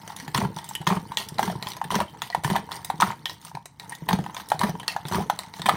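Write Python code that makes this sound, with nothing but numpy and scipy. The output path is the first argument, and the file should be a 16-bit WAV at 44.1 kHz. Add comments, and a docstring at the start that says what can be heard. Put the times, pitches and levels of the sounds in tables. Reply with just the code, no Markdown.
"""A hand-cranked jig doll

A wooden doll dances on a hollow box on a table, at about two turns of the crank a second.
Each impact excites damped modes: the crank knocks, loose limbs click and wire links chime.
When the doll drops, its feet clatter and its weight drives the low resonance of the box.
Between falls the shaft rubs in its bearing by stick-slip friction; a small, quiet room answers."""
import sys
import numpy as np
from scipy import signal
from scipy.fft import rfft, irfft, next_fast_len
from scipy.io import wavfile
from scipy.ndimage import uniform_filter1d

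SR = 44100
rng = np.random.default_rng(int(sys.argv[2]) if len(sys.argv) > 2 else 0)


def transcribe(u):
    """Save the signal u as a 16-bit wav file named by the first command-line argument.

    u: samples, shape (n,) or (channels, n), limited to [-1, 1]; the rate is SR.
    q: integer samples, one column per channel.
    """
    v = np.clip(np.atleast_2d(u).T, -1, 1)
    q = np.round(v * 32767).astype(np.int16)
    wavfile.write(sys.argv[1], SR, q)


N = 254016
T = np.arange(SR // 8) / SR  # time within one contact, s

# Levels and gains in the tables are relative.
# the hand's drive on the crank, slackening briefly past the middle: time_s, level_db
EFFORT = [(0, 0.5), (.65, -2), (1.08, 0), (1.7, 0), (2.15, -3.5), (2.8, 0), (3.2, -5), (3.5, -6.5),
          (3.59, -9), (3.65, -18), (3.77, -15), (3.82, -2.5), (4.25, -2.5), (4.8, -1.5), (5.35, 0.5),
          (5.5, -4), (5.62, 2), (5.76, 9.5)]
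# a swinging limb hits its stop: start_s, level_db, pitch_hz, fizz_db, wood_db, rattle_db
LIMB_STOPS = [(0.077, -28.5, 3100, -30, -30, -49.5), (0.1644, -24.5, 3680, -29.5, -50, -46.5),
              (0.2002, -28, 4230, -37, -39, -54), (0.5639, -28.5, 3700, -33.5, -38, -48),
              (0.5871, -23, 3630, -33, -33, -64), (0.6433, -33, 3720, -32.5, -40, -50.5),
              (0.6901, -31, 3760, -26.5, -51, -46), (0.7522, -13, 3190, -24.5, -34, -72),
              (0.8689, -16, 3030, -29, -13, -54), (1.1717, -7, 3530, -21, -22.5, -36.5),
              (1.201, -21.5, 4300, -46, -32, -47), (1.2872, -28.5, 3600, -28, -60, -62),
              (1.3842, -17, 3940, -42, -19.5, -55), (1.6259, -15.5, 4020, -32.5, -26, -45),
              (1.67, -17.5, 3400, -33.5, -24, -39.5), (1.7345, -25, 3730, -38, -35, -71),
              (1.767, -35, 3580, -34, -29.5, -73), (1.914, -19, 3140, -26.5, -43, -57),
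              (2.2194, -15, 3490, -25, -20, -42.5), (2.3014, -21, 4280, -42, -22.5, -58),
              (2.4455, -19, 3120, -27, -24, -56), (2.7178, -20, 3640, -30, -26, -41),
              (2.8474, -22, 3740, -22.5, -31.5, -47), (3.0089, -17, 3750, -20, -19.5, -40),
              (3.2566, -8.5, 3300, -28, -27.5, -43.5), (3.2963, -18, 3870, -33, -28, -48),
              (3.415, -40, 3700, -41, -58, -57), (3.4495, -36, 3400, -34, -39, -48),
              (3.5509, -31.5, 4100, -42, -29, -76), (3.6571, -30, 3880, -32.5, -31, -73),
              (3.798, -22.5, 3960, -38, -32, -62), (3.8958, -47, 3700, -31, -40, -48.5),
              (3.951, -29.5, 3700, -32, -62, -70), (4.088, -14.5, 2540, -30, -15, -55),
              (4.2401, -34, 3100, -41, -31, -70), (4.3463, -30, 3330, -31.5, -32, -59),
              (4.3666, -19, 3470, -38, -22.5, -45), (4.4875, -37, 3480, -30, -53, -51),
              (4.502, -22, 4230, -30.5, -31.5, -46.5), (4.593, -18.5, 3900, -26.5, -23, -52),
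              (4.7987, -32, 3140, -35, -31, -59), (4.8801, -7, 4230, -18.5, -21.5, -41.5),
              (5.0531, -26, 3300, -50, -24, -45.5), (5.0841, -23.5, 3430, -27, -32, -59),
              (5.3902, -17.5, 3870, -28, -22, -50), (5.5383, -26.5, 3980, -41, -31, -46.5),
              (5.6184, -16.5, 3830, -34.5, -25, -63), (5.664, -14, 3220, -23, -14.5, -56)]
# modes of a thin limb: pitch_ratio, gain_db
LIMB_MODES = [(0.799, -11), (1.002, 0.5), (1.128, -7.5), (1.3, -13.5)]
# the doll lands on the box once a turn: start_s, length_s, wood_db, rattle_db, box_db
LANDINGS = [(0.342, 0.11, -28.5, -38.5, -28.5), (0.867, 0.1, -27, -37.5, -34),
            (1.382, 0.14, -36, -36.5, -31.5), (1.912, 0.115, -29, -36, -30.5),
            (2.436, 0.15, -31.5, -35, -34), (3.001, 0.12, -31.5, -36.5, -38.5),
            (4.083, .073, -33, -39.5, -29.5), (4.605, 0.09, -31, -36.5, -33), (5.113, 0.12, -31, -38, -31),
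            (5.658, 0.1, -31, -41.5, -44)]
# wood strikes wood: start_s, level_db, pitch_hz, crack_db
KNOCKS = [(0.102, -25, 943, -43), (0.279, -23.5, 830, -27), (0.347, -10.5, 996, -13.5),
          (0.377, -22, 1020, -17), (0.416, -14, 1000, -46), (0.451, -15, 927, -45), (0.569, -21, 947, -50),
          (0.711, -22, 900, -45), (0.815, -27.5, 796, -33), (0.873, -6.5, 996, -15.5),
          (0.902, -14, 832, -29), (0.929, -24, 1020, -34), (0.972, -19.5, 890, -35),
          (1.119, -18.5, 927, -33), (1.393, -3, 773, -21), (1.429, -11.5, 950, -19.5),
          (1.478, -16.5, 874, -30), (1.499, -15, 713, -29), (1.554, -24.5, 970, -57),
          (1.815, -10.5, 867, -45), (1.842, -30, 840, -28), (1.905, -13, 996, -23.5),
          (1.92, -19, 1020, -26), (1.944, -9.5, 960, -22.5), (1.954, -16, 960, -15.5),
          (2.003, -8, 960, -22), (2.012, -11.5, 606, -33), (2.348, -4, 823, -20.5),
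          (2.447, -12.5, 967, -22.5), (2.501, -15.5, 920, -21.5), (2.538, -22, 910, -46),
          (2.556, -7.5, 910, -28), (2.562, -7, 770, -19), (2.69, -24, 915, -63), (2.711, -25.5, 915, -35),
          (2.901, -7.5, 854, -25.5), (3.002, -9, 980, -20), (3.021, -2, 864, -15.5),
          (3.027, -4.5, 1270, -36), (3.033, -11, 1060, -22), (3.104, -16.5, 934, -34),
          (3.131, -23.5, 910, -51), (3.515, -30, 890, -60), (3.571, -18.5, 887, -61),
          (3.921, -23.5, 910, -37), (4.089, -28, 970, -12.5), (4.095, -13.5, 860, -42),
          (4.11, -9.5, 925, -45), (4.13, -10, 885, -18), (4.188, -17.5, 766, -33), (4.263, -18, 910, -35),
          (4.297, -26, 944, -42), (4.399, -22, 910, -30), (4.518, -1.5, 816, -23.5),
          (4.614, -7.5, 977, -28), (4.635, -11.5, 956, -18.5), (4.695, -19, 744, -36),
          (4.753, -22.5, 910, -47), (4.831, -30, 860, -34.5), (4.964, -10, 857, -29),
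          (5.123, -16, 940, -25), (5.146, -15.5, 960, -19.5), (5.203, -17.5, 790, -47),
          (5.299, -3, 875, -18.5), (5.595, -29, 795, -32), (5.659, -11, 980, -17.5), (5.688, -.5, 770, -18),
          (5.693, -2.5, 1220, -13)]
# a limb flicks a wire link; the rows near 1.9 kHz are the torso ringing: start_s, level_db, pitch_hz
CHIMES = [(0.200, -36, 1860), (0.753, -29, 3060), (1.173, -28, 3205), (1.184, -32, 2770),
          (2.080, -41, 3110), (2.222, -41, 2780), (2.325, -30, 1900), (3.259, -42, 3450),
          (3.263, -31, 3050), (3.922, -31.5, 1883), (4.799, -37, 3090), (4.882, -30, 2740),
          (4.897, -33.5, 2600)]
# the box takes the doll's full weight: start_s, level_db, pitch_hz
THUDS = [(0.225, -37.5, 262), (0.352, -17.5, 148), (0.384, -17, 202), (0.448, -19.5, 161),
         (0.561, -29.5, 165), (0.872, -17, 167), (0.91, -13, 185), (0.921, -18, 187), (0.968, -21, 165),
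         (1.429, -20.5, 202), (1.479, -18, 192), (1.553, -25, 131), (1.959, -14, 190), (2.447, -17, 145),
         (2.5, -17, 197), (2.515, -12.5, 187), (3.029, -17.5, 190), (3.079, -26, 131), (3.546, -28.5, 144),
         (4.132, -10, 193), (4.19, -16, 161), (4.633, -13.5, 202), (4.694, -19, 159), (4.741, -26.5, 170),
         (5.15, -19, 191), (5.208, -21, 160), (5.658, -24, 215)]

# the box shaken by the shaft: frequency_hz, gain_db
RUMBLE_SPECTRUM = [(13, -68.5), (22, -31), (108, -5), (150, -3), (193, -3), (231, -13), (340, -9.5),
                   (370, -28.5), (437, -12), (481, -16.5), (600, -25), (780, -76.5), (1320, -120)]
# the bearing heard through the box walls: frequency_hz, gain_db
RUB_SPECTRUM = [(400, -30), (600, -16), (800, -7), (920, 4.5), (1020, -7.5), (1150, -10), (1500, -14.5),
                (1850, -13), (2150, -17), (2800, -32), (4000, -41.5)]
# small, dry contacts: frequency_hz, gain_db
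RATTLE_SPECTRUM = [(1180, -24.5), (2000, 6), (2550, -6.5), (3060, 6), (3280, -1), (4410, 2), (5120, -1.5),
                   (6040, 0), (6700, -7), (7980, -8), (8700, 0.5), (10700, -9.5), (13100, -8.5),
                   (15200, -5), (16000, -14)]
# still room air: frequency_hz, gain_db
AIR_SPECTRUM = [(12, -39), (20, -19), (154, 13), (558, -24), (949, -7), (2460, -45), (3840, -31),
                (4810, -44), (6010, -26), (6910, -41), (16000, -50)]
# the high fizz of a contact: frequency_hz, gain_db
FIZZ_SPECTRUM = [(3000, -55), (4800, 3), (6200, 4.5), (7800, 0), (8800, 6), (10500, -1.5), (13000, -4),
                 (16000, -4.5)]
# the toy's wooden body: frequency_hz, gain_db
WOOD_SPECTRUM = [(240, -32.5), (400, -11), (500, -17.5), (711, -3), (783, -8.5), (918, 2.5), (1040, 1),
                 (1140, -12), (1250, -7), (1610, -12), (1850, -14), (2260, -11.5), (2570, -13.5),
                 (2700, -31), (3510, -40), (5940, -120)]
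# the hollow box under the clatter: frequency_hz, gain_db
BOX_SPECTRUM = [(24, -63), (40, -12), (108, 0.5), (159, -6.5), (187, 12.5), (221, 1.5), (275, -17),
                (390, -0.5), (432, -0.5), (495, -20.5), (600, -49.5), (780, -84.5), (1320, -120)]
# the crack of a blow: frequency_hz, gain_db
CRACK_SPECTRUM = [(900, -20), (1400, 4.5), (1800, 11.5), (2400, -5.5), (3300, 4.5), (4400, -2), (5500, -27),
                  (8000, -16.5)]
# the room's reverberation time: frequency_hz, t60_s
ROOM_DECAY = [(150, 0.31), (900, 0.19), (3000, 0.26), (9000, 0.19), (16000, 0.066)]


def amp(db):
    """Amplitude ratio of a level in decibels."""
    return 10 ** (np.asarray(db) / 20)


def unit(x):
    """Normalisation to rms 1."""
    return x / np.sqrt(np.mean(x ** 2) + 1e-20)


def along(points, hz):
    """Interpolation of (frequency_hz, value) points on a logarithmic frequency axis."""
    frequencies, values = np.transpose(points)
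    return np.interp(np.log(hz + 1), np.log(frequencies), values)


def add(track, start_s, sound):
    """Superposition: a sound sums into the track from start_s on."""
    part = track[max(0, round(start_s * SR)):][:len(sound)]
    part += sound[:len(part)]


def colour(x, spectrum, size=4096):
    """Linear filtering: x passes through a minimum-phase body response of unit energy."""
    gain = amp(along(spectrum, np.fft.rfftfreq(size, 1 / SR)))
    cepstrum = irfft(np.log(gain + 1e-6))
    cepstrum[1:size // 2] *= 2  # folding the cepstrum makes the response causal
    cepstrum[size // 2 + 1:] = 0
    response = irfft(np.exp(rfft(cepstrum)))
    return signal.fftconvolve(x, response / np.linalg.norm(response))[:len(x)]


def patchy(x, depth_db, size=256):
    """Varying modal excitation: different parts touch in turn, so the spectral peaks keep changing."""
    spectra = signal.stft(x, nperseg=size)[2]
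    field = uniform_filter1d(rng.standard_normal(spectra.shape), size=4, axis=0)
    field = uniform_filter1d(field, size=6, axis=1)
    gain = amp(depth_db * np.clip(unit(field), -2, 2))
    return signal.istft(spectra * unit(gain), nperseg=size)[1][:N]


def ring(hz, swell_s, rough):
    """Damped resonance: the envelope reaches 1 at swell_s and dies while the phase wanders."""
    age = T / swell_s
    drift = rough * np.cumsum(rng.standard_normal(len(T))) / np.sqrt(swell_s * SR)
    return age * np.exp(1 - age) * np.sin(2 * np.pi * hz * T + drift)


def snap(t60_s):
    """Impact transient: decaying noise with the energy of 10 ms at rms 1."""
    burst = rng.standard_normal(len(T)) * amp(-60 * T / t60_s)
    return burst / np.linalg.norm(burst) * np.sqrt(SR / 100)


def grains(spectrum, rate_hz, spread_db, smooth):
    """Shot noise: tiny contacts of uneven size over a share of smooth friction; rms 1."""
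    sizes = amp(spread_db * np.clip(rng.standard_normal(N), -2, 2))
    contacts = sizes * (rng.random(N) < rate_hz / SR)
    pressure = signal.fftconvolve(contacts, amp(-60 * T / 0.0066))[:N]
    friction = (unit(pressure) + smooth) * rng.standard_normal(N)
    return unit(colour(friction, spectrum))


def effort_db(time_s):
    """Driving level of the hand on the crank at time_s."""
    return np.interp(time_s, *np.transpose(EFFORT))


def each_turn(offset_s, width_s):
    """Cyclic loading: a Gaussian swell from 0 to 1, offset from each landing."""
    t = np.arange(N) / SR
    return sum(np.exp(-.5 * ((t - s - offset_s) / width_s) ** 2) for s, *_ in LANDINGS)


def loose_contacts(count, level_db, spread_db, pitch_hz, spread):
    """Backlash: loose parts touch by chance, harder with more drive; start_s, level_db, pitch_hz."""
    late, size, detune = rng.uniform(-1, 1, (count, 3)).T
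    start_s = (np.arange(count) + .5 + .5 * late) / count * N / SR
    levels_db = level_db + effort_db(start_s) + spread_db * size
    return zip(start_s, levels_db, pitch_hz * np.exp(spread * detune))


def crank_friction():
    """Stick-slip friction: the shaft rubs and scrapes in its wooden bearing and shakes the box."""
    drive_db = effort_db(np.arange(N) / SR)
    lift = each_turn(offset_s=-0.23, width_s=0.053)  # hoisting the doll loads the bearing
    sway = each_turn(offset_s=0.1, width_s=0.099)  # the box rumbles most just after a landing
    scrape = grains(RATTLE_SPECTRUM, rate_hz=450, spread_db=3, smooth=.7)
    rumble = grains(RUMBLE_SPECTRUM, rate_hz=120, spread_db=4, smooth=0.4)
    rub = grains(RUB_SPECTRUM, rate_hz=230, spread_db=2.5, smooth=1.0)
    return (amp(drive_db - 51 + 12 * sway) * rumble
            + amp(drive_db - 51.5 + 6.5 * lift) * rub
            + amp(drive_db - 55.5) * patchy(scrape, depth_db=6.0))


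def room_air():
    """Stationary noise: the faint, low hush of a still room."""
    return amp(-54) * unit(colour(rng.standard_normal(N), AIR_SPECTRUM))


def limb_clicks():
    """Modal vibration: a tap excites a thin limb's short, high modes and shakes the torso and box."""
    modes, fizz, body = np.zeros((3, N))
    chance = loose_contacts(count=60, level_db=-41.5, spread_db=4.5, pitch_hz=3750, spread=0.12)
    faint = [(s, db, hz, db - 7.5, db - 11) for s, db, hz in chance]
    for s, db, hz, fizz_db, wood_db, *_ in LIMB_STOPS + faint:
        for ratio, mode_db in LIMB_MODES:
            mode_hz = hz * ratio * np.exp(0.012 * rng.standard_normal())
            add(modes, s, amp(db + mode_db - 4.5) * ring(mode_hz, swell_s=.0006, rough=.5))
        add(modes, s, amp(db - 21.5) * ring(hz=1868, swell_s=0.0042, rough=0.98))  # the torso
        add(fizz, s - .0003, amp(fizz_db - 9.5) * snap(t60_s=0.026))
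        add(body, s - .0003, amp(wood_db - 9.0) * snap(t60_s=0.02))
    return modes + patchy(colour(fizz, FIZZ_SPECTRUM), depth_db=5.5) + colour(body, WOOD_SPECTRUM)


def bounces(rate_hz, pitch_hz, spread, spread_db):
    """Elastic rebound: small wooden parts strike at uneven moments, each with a hollow note; rms 1."""
    track = np.zeros(N)
    draws = rng.uniform(-1, 1, (int(rate_hz * N / SR), 3))
    for beat, (late, detune, size) in enumerate(draws):
        note = ring(pitch_hz * np.exp(spread * detune), swell_s=0.0011, rough=0.43)
        add(track, (beat + late) / rate_hz, amp(spread_db * size) * note)
    return unit(track)


def clatter():
    """Inelastic collisions: feet, shins and arms bounce in a dense clatter that dulls as they settle."""
    wood_power, rattle_power, box_power = np.zeros((3, N))  # incoherent sounds add in power
    t = np.arange(SR // 2) / SR
    flight_s, rattle_s = .008, 0.044  # after its stop a limb flies free, then rattles
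    limbs = [(s + flight_s, rattle_s, db - 5.5, db, db - 7.5) for s, *_, db in LIMB_STOPS]
    for s, length_s, wood_db, rattle_db, box_db in LANDINGS + limbs:
        settling = amp(-60 * np.maximum(t - length_s, 0) / 0.065)
        motion = (1 - np.exp(-t / 0.00044)) * settling
        box_rise = 1 - np.exp(-t / 0.0011)
        add(wood_power, s, (motion * amp(wood_db - 3.0 - 12 * t)) ** 2)
        add(rattle_power, s, (motion * amp(rattle_db - 66.6 * t)) ** 2)
        add(box_power, s, (motion * amp(box_db - 2.5) * box_rise) ** 2)
    rebounds = bounces(rate_hz=85, pitch_hz=950, spread=.35, spread_db=7)
    scuffs = grains(WOOD_SPECTRUM, rate_hz=200, spread_db=4, smooth=.15)
    rattle = grains(RATTLE_SPECTRUM, rate_hz=600, spread_db=12.5, smooth=1.0)
    rattle = patchy(rattle, depth_db=4.5)
    boom = grains(BOX_SPECTRUM, rate_hz=180, spread_db=-1.5, smooth=0.23)
    return (np.sqrt(wood_power) * (rebounds + amp(-4.5) * scuffs)
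            + np.sqrt(rattle_power) * rattle
            + np.sqrt(box_power) * boom)


def wood_knocks():
    """Impulse excitation: a blow cracks at the contact and rings the struck piece and a box panel."""
    wood, crack, fizz = np.zeros((3, N))
    fizz_growth = 1.097  # dB of fizz per dB of crack: harder contacts are brighter
    chance = loose_contacts(count=36, level_db=-33.5, spread_db=4.5, pitch_hz=903, spread=.05)
    faint = [(s, db, hz, db - 18) for s, db, hz in chance]
    for s, db, hz, crack_db in KNOCKS + faint:
        swell_s = 0.0011 * (1 - max(db, -12) / 28)  # hard blows stay pressed together and die sooner
        first_mode = amp(db - 1.16) * ring(hz, swell_s, rough=.24)
        second_mode = amp(db - 14.5) * ring(1.533 * hz, swell_s=0.00079, rough=1.0)
        add(wood, s - .0003, first_mode + second_mode)
        add(wood, s, amp(db - 31) * ring(hz=934.0, swell_s=0.0042, rough=0.12))  # the panel
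        add(crack, s - .0004, amp(crack_db - 10.0) * snap(t60_s=0.033))
        add(fizz, s - .0004, amp(fizz_growth * crack_db - 16.0) * snap(t60_s=0.034))
    # small pieces radiate little bass: frequency_hz, gain_db
    wood = colour(wood, [(200, -20.5), (450, -8.5), (620, -2), (2000, 2.5)])
    return wood + colour(crack, CRACK_SPECTRUM) + patchy(colour(fizz, FIZZ_SPECTRUM), depth_db=8)


def wire_chimes():
    """Light damping: thin wire rings a little longer than wood and buzzes in its loose hole."""
    wire = np.zeros(N)
    lag_s, jangle_db, jangle_hz = .1, -47, 3080  # one link jangles as each landing settles
    jangles = [(s + lag_s, jangle_db, jangle_hz) for s, *_ in LANDINGS]
    for s, db, hz in CHIMES + jangles:
        add(wire, s, amp(db) * ring(hz, swell_s=.0045, rough=1.25))
    return wire


def box_thuds():
    """Box resonance: the doll's weight excites a low mode and a side panel about an octave above."""
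    box = np.zeros(N)
    lead_s, bump_db, bump_hz = .062, -26, 154.7  # over the top, the slack shaft bumps the box
    bumps = [(s - lead_s, bump_db, bump_hz) for s, *_ in LANDINGS]
    for s, db, hz in THUDS + bumps:
        low_mode = ring(hz, swell_s=.0065, rough=.25)
        panel = amp(-8.0) * ring(hz=358.6, swell_s=0.0027, rough=0.7)
        add(box, s - .001, amp(db - 4.0) * (low_mode + panel))
    return box


def reverberation(x):
    """Reflection: wall and table answer within milliseconds; the tail varies as the doll moves."""
    wet = np.zeros(N)
    hop, delay_s = SR // 5, 0.0037
    for i in range(0, N, hop):
        hz, t, noise = signal.stft(rng.standard_normal(SR // 3), SR, nperseg=256)
        early = 2.05 * amp(-60 * t / 0.007)
        late = amp(-60 * t / along(ROOM_DECAY, hz)[:, None])
        response = signal.istft(noise * (early + late), SR, nperseg=256)[1]
        response /= np.linalg.norm(response)
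        add(wet, i / SR + delay_s, signal.fftconvolve(x[i:i + hop], response))
    return wet


def scene():
    """Superposition of the toy's impacts, their reflections, the crank's friction and the room air."""
    impacts = wood_knocks() + limb_clicks() + wire_chimes() + box_thuds() + clatter()
    air = room_air()
    return (impacts + amp(-8.5) * reverberation(impacts) + crank_friction() + air)[None]


def record(dry):
    """Band limiting: a gentle high-pass thins the deepest bass; a steep low-pass ends the treble."""
    low_hz, top_hz = 46, 16000
    thinned = signal.sosfilt(signal.butter(2, low_hz, "highpass", fs=SR, output="sos"), dry)
    size = next_fast_len(N + SR // 2)
    hz = np.fft.rfftfreq(size, 1 / SR)
    lowpass = 1 / np.sqrt(1 + (hz / top_hz) ** 200)
    return irfft(rfft(thinned, size) * lowpass, size)[:, :N]


dry = scene()
out = record(dry)
transcribe(out)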